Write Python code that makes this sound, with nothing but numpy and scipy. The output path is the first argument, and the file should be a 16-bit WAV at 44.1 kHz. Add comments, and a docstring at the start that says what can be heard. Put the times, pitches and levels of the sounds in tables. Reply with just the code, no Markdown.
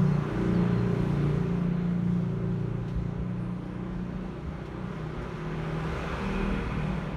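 """A repair bench in a small shop that is open to the street. A single-cylinder motorbike drones away and
a second one comes by later. Each is a stack of tones at multiples of its firing rate, swelling and fading
as echoes add and cancel. Traffic rushes, tyres sing, a deeper engine hums and a brake squeals faintly.
Wheels thump over a road joint; close by, a tool scrapes the board and something rustles."""
import sys
import numpy as np
from scipy import signal
from scipy.fft import rfft, irfft, next_fast_len
from scipy.io import wavfile
from scipy.ndimage import uniform_filter1d

SR = 44100
rng = np.random.default_rng(int(sys.argv[2]) if len(sys.argv) > 2 else 0)


def digitize_waveform(pressure):
    """Quantize a signal to 16-bit integers and store it at the path in sys.argv[1].

    Rows of a 2-D input are taken as channels; values are limited to [-1, 1].
    """
    field = np.atleast_2d(pressure).T
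    bounded = np.clip(field, -1, 1)
    quanta = np.round(bounded * 32767).astype(np.int16)
    wavfile.write(sys.argv[1], SR, quanta)


N = 315860

# The tone colour of the street noise. Each row: frequency in Hz, level in dB per Hz.
STREET_COLOUR = [(27, -77), (42, -59.5), (60, -65), (95, -67.5), (165, -57.5), (260, -70.5), (400, -69),
                 (700, -74.5), (1500, -75.5), (2500, -83), (4300, -94.5), (5600, -98.5), (9000, -106),
                 (11500, -113.5), (15500, -125)]
# The centres in Hz of six zones of that noise: the deep rumble, then five higher ones.
ZONE_HZ = [60, 600, 1400, 2700, 6000, 12000]
# The rumble rises and falls. Each row: time in seconds, lift in dB.
RUMBLE_LIFT = [(0, 2), (1.2, 5), (1.9, -1), (2.5, 0.5), (3.6, -4), (4.4, 0), (5.3, -6), (5.7, 1.5),
               (7.16, 2.5)]
# The lift in dB of each of the five higher zones when nothing passes.
QUIET_DB = [-7.5, -12.5, -18.5, -12.5, -15]
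# Traffic passing the door. Each row: time when nearest in seconds, seconds until its power has halved,
# then its level in dB in each of the five higher zones.
PASSES = [(.45, 0.54, 2, 3, 0, 2.5, 3), (1.2, 0.29, -2.5, -5.5, -1.5, -2.5, 2.5),
          (6.151, 0.45, 2.5, 5.5, 5, 5, 4), (7.0, 0.33, -0.5, -1, -4, -4, -6)]
# The second bike's tyres passing the door. Each row: time in seconds, level in dB.
TYRE_LEVEL = [(5.6, -66), (5.9, -61), (6.15, -54), (6.35, -47.5), (6.6, -47.5), (6.8, -52), (7.0, -58),
              (7.16, -60)]
# The ringing of their grooves. Each row: pitch in Hz, width in Hz, relative level in dB.
TREAD_RINGS = [(1463, 140, -3.5), (2213, 210, -5), (2480, 280, 1), (3280, 200, -12), (3780, 180, -20),
               (8800, 1600, -24)]
# The ringing of the air in the shop. Each row: pitch in Hz, width in Hz, lift in dB.
SHOP_RINGS = [(570, 73, 2.5), (813, 28, 1.5), (1019, 22, 3), (1200, 57, 1.5)]
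# Dips cut by the echo off the bench top. Each row: frequency in Hz, width in Hz, depth in dB.
BENCH_DIPS = [(1806, 490, 3.5), (4890, 310, 6), (7660, 2000, 4.5), (10400, 800, 6)]
# A dry rustle near the bench. Each row: time in seconds, level in dB.
RUSTLE_LEVEL = [(3.15, -92), (3.3, -84), (3.45, -79), (3.62, -78), (3.75, -82), (3.9, -92)]
# Brake squeaks. Each row: start and length in seconds, first and last pitch in Hz, level in dB.
SQUEAKS = [(.065, .025, 4230, 4260, -63), (.13, .025, 4230, 4270, -61), (.445, .01, 4560, 4600, -67),
           (.548, .02, 4600, 4350, -59), (.58, .44, 4160, 4150, -68), (.6, .02, 4150, 4150, -63),
           (.665, .012, 4150, 4150, -67), (.79, .022, 4150, 4150, -59), (.9, .05, 4170, 4140, -63),
           (1.72, .14, 4125, 4125, -72)]
# Tool slips. Each row: start in seconds, level in dB, length in seconds, bass cut-off in Hz.
TOOL_SLIPS = [(2.878, -52, 0.04, 1200), (4.5, -68, .02, 5000), (4.654, -52, 0.025, 1500),
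              (5.216, -58, .03, 4500), (5.58, -64, .02, 4000)]
# Road thumps. Each row: start in seconds, strength in dB, pitch in Hz, seconds to fade by 60 dB.
BUMPS = [(2.953, -15.5, 60, 0.2), (3.177, -18, 60.4, 0.18), (4.461, -20, 73, 0.18),
         (5.164, -23, 57.3, 0.26), (6.497, -36, 52.8, 0.21)]
# A deeper engine down the street. Each row: time in seconds, pitch in Hz, level in dB.
FAR_ENGINE = [(5.5, 61.5, -54), (5.8, 63.2, -47), (6.2, 63.4, -42), (6.5, 59.8, -43.5), (6.8, 58, -45),
              (7.16, 57.7, -43)]
# How fast each bike fires. Each row: time in seconds, firings per second.
FIRST_RATE = [(0, 29.6), (.8, 29.45), (1.2, 29.2), (2, 29.15), (3.0, 29.2), (3.3, 29.7), (4.1, 30.4),
              (4.5, 30.6), (4.9, 31), (5.3, 31.3)]
SECOND_RATE = [(5.2, 39.4), (5.9, 39.6), (6.25, 39), (6.45, 38.95), (6.75, 38.4), (7.16, 37.5)]
# Each bike's strong tones, listed by multiple of the firing rate. 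Each row: time in seconds, level in dB.
FIRST_STRONG = {4: [(0, -34), (.14, -39), (.28, -41), (.55, -34.5), (.8, -28), (1.1, -36.5), (1.45, -38),
                (1.72, -52), (2.06, -35), (2.4, -36), (2.62, -33.5), (3.0, -38.5), (3.5, -39.5),
                (3.64, -44.5), (3.8, -41.5), (4.3, -47), (5.2, -44.5)], 5: [(0, -22.5), (.2, -32),
                (.4, -55), (.6, -38), (.79, -48), (.92, -35), (1.3, -28), (1.56, -36.5), (1.7, -33),
                (1.93, -41), (2.25, -36), (2.95, -37), (3.45, -44), (4.1, -46), (4.5, -44), (4.68, -41.5),
                (4.8, -50), (5.0, -39), (5.3, -48)], 6: [(0, -27), (.12, -29.5), (.27, -62), (.55, -26.5),
                (1.04, -31), (1.2, -37), (1.45, -34), (1.75, -27), (2.1, -27.5), (2.35, -35), (2.47, -32.5),
                (2.85, -41.5), (3.2, -36), (3.55, -35.5), (3.64, -44), (3.8, -36), (4.29, -38.5),
                (4.42, -53), (4.55, -41), (4.68, -59), (4.81, -36.5), (5.05, -55)], 7: [(0, -56),
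                (.55, -33), (.85, -40.5), (1.15, -41), (1.43, -51), (1.7, -43), (2.1, -45.5), (2.35, -53),
                (2.5, -45), (3.2, -57), (3.8, -47.5), (5.2, -54)], 13: [(0, -38), (.2, -47.5), (.45, -40),
                (.62, -53), (.95, -37.5), (1.2, -46), (1.45, -42.5), (2.0, -55.5), (2.35, -41.5),
                (2.9, -50.5), (3.9, -59.5), (4.7, -53), (5.2, -52)], 14: [(0, -40.5), (.2, -60),
                (.62, -37.5), (.9, -38), (1.15, -48), (1.35, -44), (1.7, -52), (2.5, -50), (3.0, -55.5),
                (5.2, -61)]}
SECOND_STRONG = {4: [(5.2, -43), (5.34, -50), (5.5, -36.5), (5.62, -35.5), (5.74, -30.5), (5.98, -61),
                 (6.4, -47), (6.52, -41), (6.64, -64), (6.85, -34), (7.03, -42), (7.16, -33)],
                 5: [(5.3, -61), (5.47, -43), (5.6, -65), (6.14, -63), (6.27, -35), (6.51, -33.5),
                 (6.66, -44), (6.88, -34.5), (7.16, -46.5)], 6: [(5.2, -50), (5.9, -53), (6.1, -60),
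                 (6.35, -40.5), (6.8, -50), (7.16, -48)], 9: [(5.2, -47.5), (5.5, -43.5), (5.85, -45.5),
                 (6.1, -66), (6.4, -46), (7.16, -64)], 10: [(5.2, -55), (5.6, -51.5), (5.95, -42.5),
                 (6.15, -53), (6.4, -40.5), (6.7, -50), (7.16, -61)]}
# The level that a bike's weak tones share. Each row: time in seconds, level in dB.
FIRST_WEAK_LEVEL = [(0, -51), (.45, -43), (.9, -46), (1.3, -45.5), (1.6, -49.5), (2.4, -49.5), (3.0, -53.5),
                    (3.6, -50.5), (4.4, -51), (5.3, -53)]
SECOND_WEAK_LEVEL = [(5.2, -53), (5.6, -48), (6.1, -45.5), (6.42, -41.5), (6.7, -39), (6.9, -55),
                     (7.16, -54)]
# The weak tones. Each row: multiple of the firing rate, dB added to the shared level.
FIRST_WEAK = [(2, 2), (3, -4.5), (8, -2.5), (9, -4.5), (10, -3), (11, 2), (12, -1.5), (16, -10.5),
              (19, -10.5)]
SECOND_WEAK = [(1, 0.5), (2, -2), (3, -0.5), (7, -5.5), (8, -7.5), (12, -10.5)]


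def gain(db):
    """Turns decibels into a number to multiply by."""
    return 10 ** (np.asarray(db) / 20)


def curves(table):
    """Joins timed rows with straight lines: one curve for each column after the time."""
    times, *columns = np.transpose(table)
    return [np.interp(np.arange(N) / SR, times, column) for column in columns]


def fade(table, rise_s, fall_s):
    """Fades in before the first row's time and out after the last."""
    t = np.arange(N) / SR
    return np.clip(1 + (t - table[0][0]) / rise_s, 0, 1) * np.clip(1 - (t - table[-1][0]) / fall_s, 0, 1)


def wander(per_second):
    """A smooth random curve that strays about 1 either side of zero."""
    hop = 64  # samples per step
    hold = max(int(SR / per_second / hop), 1)
    steps = np.repeat(rng.standard_normal(400), hold)[:N // hop + 1]
    smooth = 1.3 * uniform_filter1d(uniform_filter1d(steps, hold), hold)
    return np.interp(np.arange(N) / hop, np.arange(len(smooth)), smooth)


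def tone(cycles, db, sway, flicker_db, drift=0):
    """A tone whose level flickers and whose phase sways quickly and drifts slowly, both in radians."""
    level = gain(db + flicker_db * wander(14))
    phase = 2 * np.pi * cycles + sway * wander(7.5) + drift * wander(1.545)
    return -np.sqrt(2) * level * np.cos(phase)


def resonance(x, hz, width_hz):
    """Lets through only the sound near one pitch."""
    return signal.lfilter(*signal.iirpeak(hz, hz / width_hz, SR), x)


def narrow_hiss(hz, width_hz):
    """Noise gathered around one pitch, at a standard level."""
    hiss = resonance(resonance(rng.standard_normal(N), hz, width_hz), hz, width_hz)
    return hiss / hiss.std()


def passing_power(nearest_s, halving_s, db):
    """Something going by in a straight line: its power falls with the distance squared."""
    return gain(2 * db) / (1 + ((np.arange(N) / SR - nearest_s) / halving_s) ** 2)


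def traffic_rush(gust_db=1.06, flicker_db=0.86):
    """Bands of noise swell as traffic passes; each flickers alone and the treble ones gust together."""
    lifts_db = curves(RUMBLE_LIFT)
    for zone, quiet_db in enumerate(QUIET_DB):
        traffic = sum(passing_power(at_s, halving_s, db[zone]) for at_s, halving_s, *db in PASSES)
        lifts_db.append(10 * np.log10(gain(2 * quiet_db) + traffic))
    lifts_db = np.array(lifts_db)
    size = next_fast_len(N)
    thirds = 3 * np.log2(np.maximum(np.fft.rfftfreq(size, 1 / SR), 1))  # pitch in thirds of an octave
    hz, colour_db = np.transpose(STREET_COLOUR)
    white = rfft(rng.standard_normal(size)) * np.sqrt(SR / 2)  # a power of 1 per Hz
    coloured = white * gain(np.interp(thirds, 3 * np.log2(hz), colour_db))
    out, gust = 0, wander(7.7)
    for centre in range(13, 44):
        window = np.cos(np.pi / 2 * np.clip(thirds - centre, -1, 1)) ** 2
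        band = irfft(coloured * window, size)[:N]
        # how much this band belongs to each zone
        share = np.array([np.interp(centre / 3, np.log2(ZONE_HZ), row) for row in np.eye(len(ZONE_HZ))])
        treble_gust_db = share[-2:].sum() * gust_db * gust
        out = out + band * gain(share @ lifts_db + treble_gust_db + flicker_db * wander(12))
    return out


def tyre_song(flicker_db=1.0):
    """Road noise rings in the grooves of the tread."""
    out = 0
    for hz, width_hz, db in TREAD_RINGS:
        out = out + narrow_hiss(hz, width_hz) * gain(db + flicker_db * wander(9))
    return fade(TYRE_LEVEL, 0.18, 1) * gain(curves(TYRE_LEVEL)[0]) * out


def shop_echo(x, tail_s=.3, echo_db=-12):
    """The walls add a short tail, and the air in the shop rings at a few pitches."""
    t = np.arange(SR // 2) / SR
    echo = rng.standard_normal(len(t)) * gain(-60 * t / tail_s)
    echo *= gain(echo_db) / np.linalg.norm(echo)
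    echo[0] = 1  # the direct sound
    padded = np.concatenate([x[len(t) - 1::-1], x])  # so the shop is already full of sound at the start
    x = signal.fftconvolve(padded, echo / np.linalg.norm(echo))[len(t):len(t) + N]
    for hz, width_hz, db in SHOP_RINGS:
        x = x + (gain(db) - 1) * resonance(x, hz, width_hz)
    return x


def rustle(flicker_db=4.0):
    """A thin, high hiss in uneven bursts."""
    hiss = narrow_hiss(hz=9100, width_hz=1100)
    level = gain(curves(RUSTLE_LEVEL)[0] + flicker_db * wander(22))
    return fade(RUSTLE_LEVEL, .05, .05) * level * hiss


def brake_squeal(chatter_hz=200, roughness=.4):
    """A brake pad gives a thin, broken whistle, made rough by its chatter."""
    out = 0
    chatter = signal.sosfilt(signal.butter(2, chatter_hz, fs=SR, output="sos"), rng.standard_normal(N))
    for start_s, length_s, first_hz, last_hz, db in SQUEAKS:
        glide = [(start_s, first_hz), (start_s + length_s, last_hz)]
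        cycles = np.cumsum(curves(glide)[0]) / SR
        out = out + fade(glide, .012, .018) * tone(cycles, db, sway=1.3, flicker_db=1.5)
    return out * (1 + roughness * chatter / chatter.std())


def tool_scrapes(treble_cut_hz=3200, rise_s=.004, tail_s=.02):
    """The tool tip slips on the board: a quick, grainy hiss with a short tail."""
    out = np.zeros(N)
    t = np.arange(SR // 4) / SR
    cut_treble = signal.butter(2, treble_cut_hz, fs=SR, output="sos")
    for start_s, db, length_s, bass_cut_hz in TOOL_SLIPS:
        shape = np.minimum(t / rise_s, 1) * np.exp(-t / length_s - np.maximum(t - length_s, 0) / tail_s)
        grit = rng.standard_normal(len(t)) * gain(1.5 * rng.exponential(1, len(t)))
        cut_bass = signal.butter(2, bass_cut_hz, "high", fs=SR, output="sos")
        grit = signal.sosfilt(np.r_[cut_bass, cut_treble], grit)
        out[int(start_s * SR):][:len(t)] += gain(db) * shape * grit / grit.std()
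    return out


def road_thumps(rise_s=0.019):
    """Wheels drop over a joint in the road: a short, low ring."""
    out = np.zeros(N)
    t = np.arange(SR // 2) / SR
    for start_s, db, hz, ring_s in BUMPS:
        shape = (1 - np.exp(-t / rise_s)) * gain(-60 * t / ring_s)
        out[int(start_s * SR):][:len(t)] += gain(db) * shape * np.sin(2 * np.pi * hz * t)
    return out


def far_engine():
    """The deeper engine down the street: one low, wavering tone."""
    hz, db = curves(FAR_ENGINE)
    return fade(FAR_ENGINE, 0.34, 1) * tone(np.cumsum(hz) / SR, db, sway=0.97, flicker_db=5.5)


def motorbike(rate, strong, weak, weak_level, dip_db, sway, drift):
    """Tones at multiples of the firing rate. Uneven firing sways them; moving echoes drift and fade them."""
    firings = .4 + np.cumsum(curves(rate)[0]) / SR
    out = 0
    for multiple, levels in strong.items():
        swell = curves([(time_s, gain(db)) for time_s, db in levels])[0]
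        flicker_db = 0.65 * np.sqrt(multiple)
        out = out + swell * tone(multiple * firings, 0, sway * multiple, flicker_db, drift)
    for multiple, offset_db in weak:
        db = curves(weak_level)[0] + offset_db + dip_db * np.minimum(wander(6.0), .5)
        out = out + tone(multiple * firings, db, sway * multiple, flicker_db=2.53, drift=drift)
    return out


def scene():
    """Everything adds up in one channel; only the rush and the tyres get the shop's echo."""
    first = motorbike(FIRST_RATE, FIRST_STRONG, FIRST_WEAK, FIRST_WEAK_LEVEL,
                      dip_db=5.0, sway=.09, drift=.6)
    second = motorbike(SECOND_RATE, SECOND_STRONG, SECOND_WEAK, SECOND_WEAK_LEVEL,
                       dip_db=4.0, sway=.11, drift=.69)
    engines = fade(FIRST_RATE, 1, 0.39) * first + fade(SECOND_RATE, 0.37, 1) * second + far_engine()
    street = shop_echo(traffic_rush() + tyre_song())
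    return (engines + street + brake_squeal() + road_thumps() + tool_scrapes() + rustle())[None]


def record(dry, top_hz=15740):
    """The echo off the bench top cuts dips into everything, and the highest treble is cut off."""
    lead = SR // 20  # a short run-in lets the filters settle
    out = np.pad(dry, ((0, 0), (lead, 0)), "reflect", reflect_type="odd")
    for hz, width_hz, depth_db in BENCH_DIPS:
        out = out - (1 - gain(-depth_db)) * resonance(out, hz, width_hz)
    cut_treble = signal.ellip(10, .2, 80, top_hz, fs=SR, output="sos")
    return signal.sosfilt(cut_treble, out)[:, lead:]


dry = scene()
out = record(dry)
digitize_waveform(out)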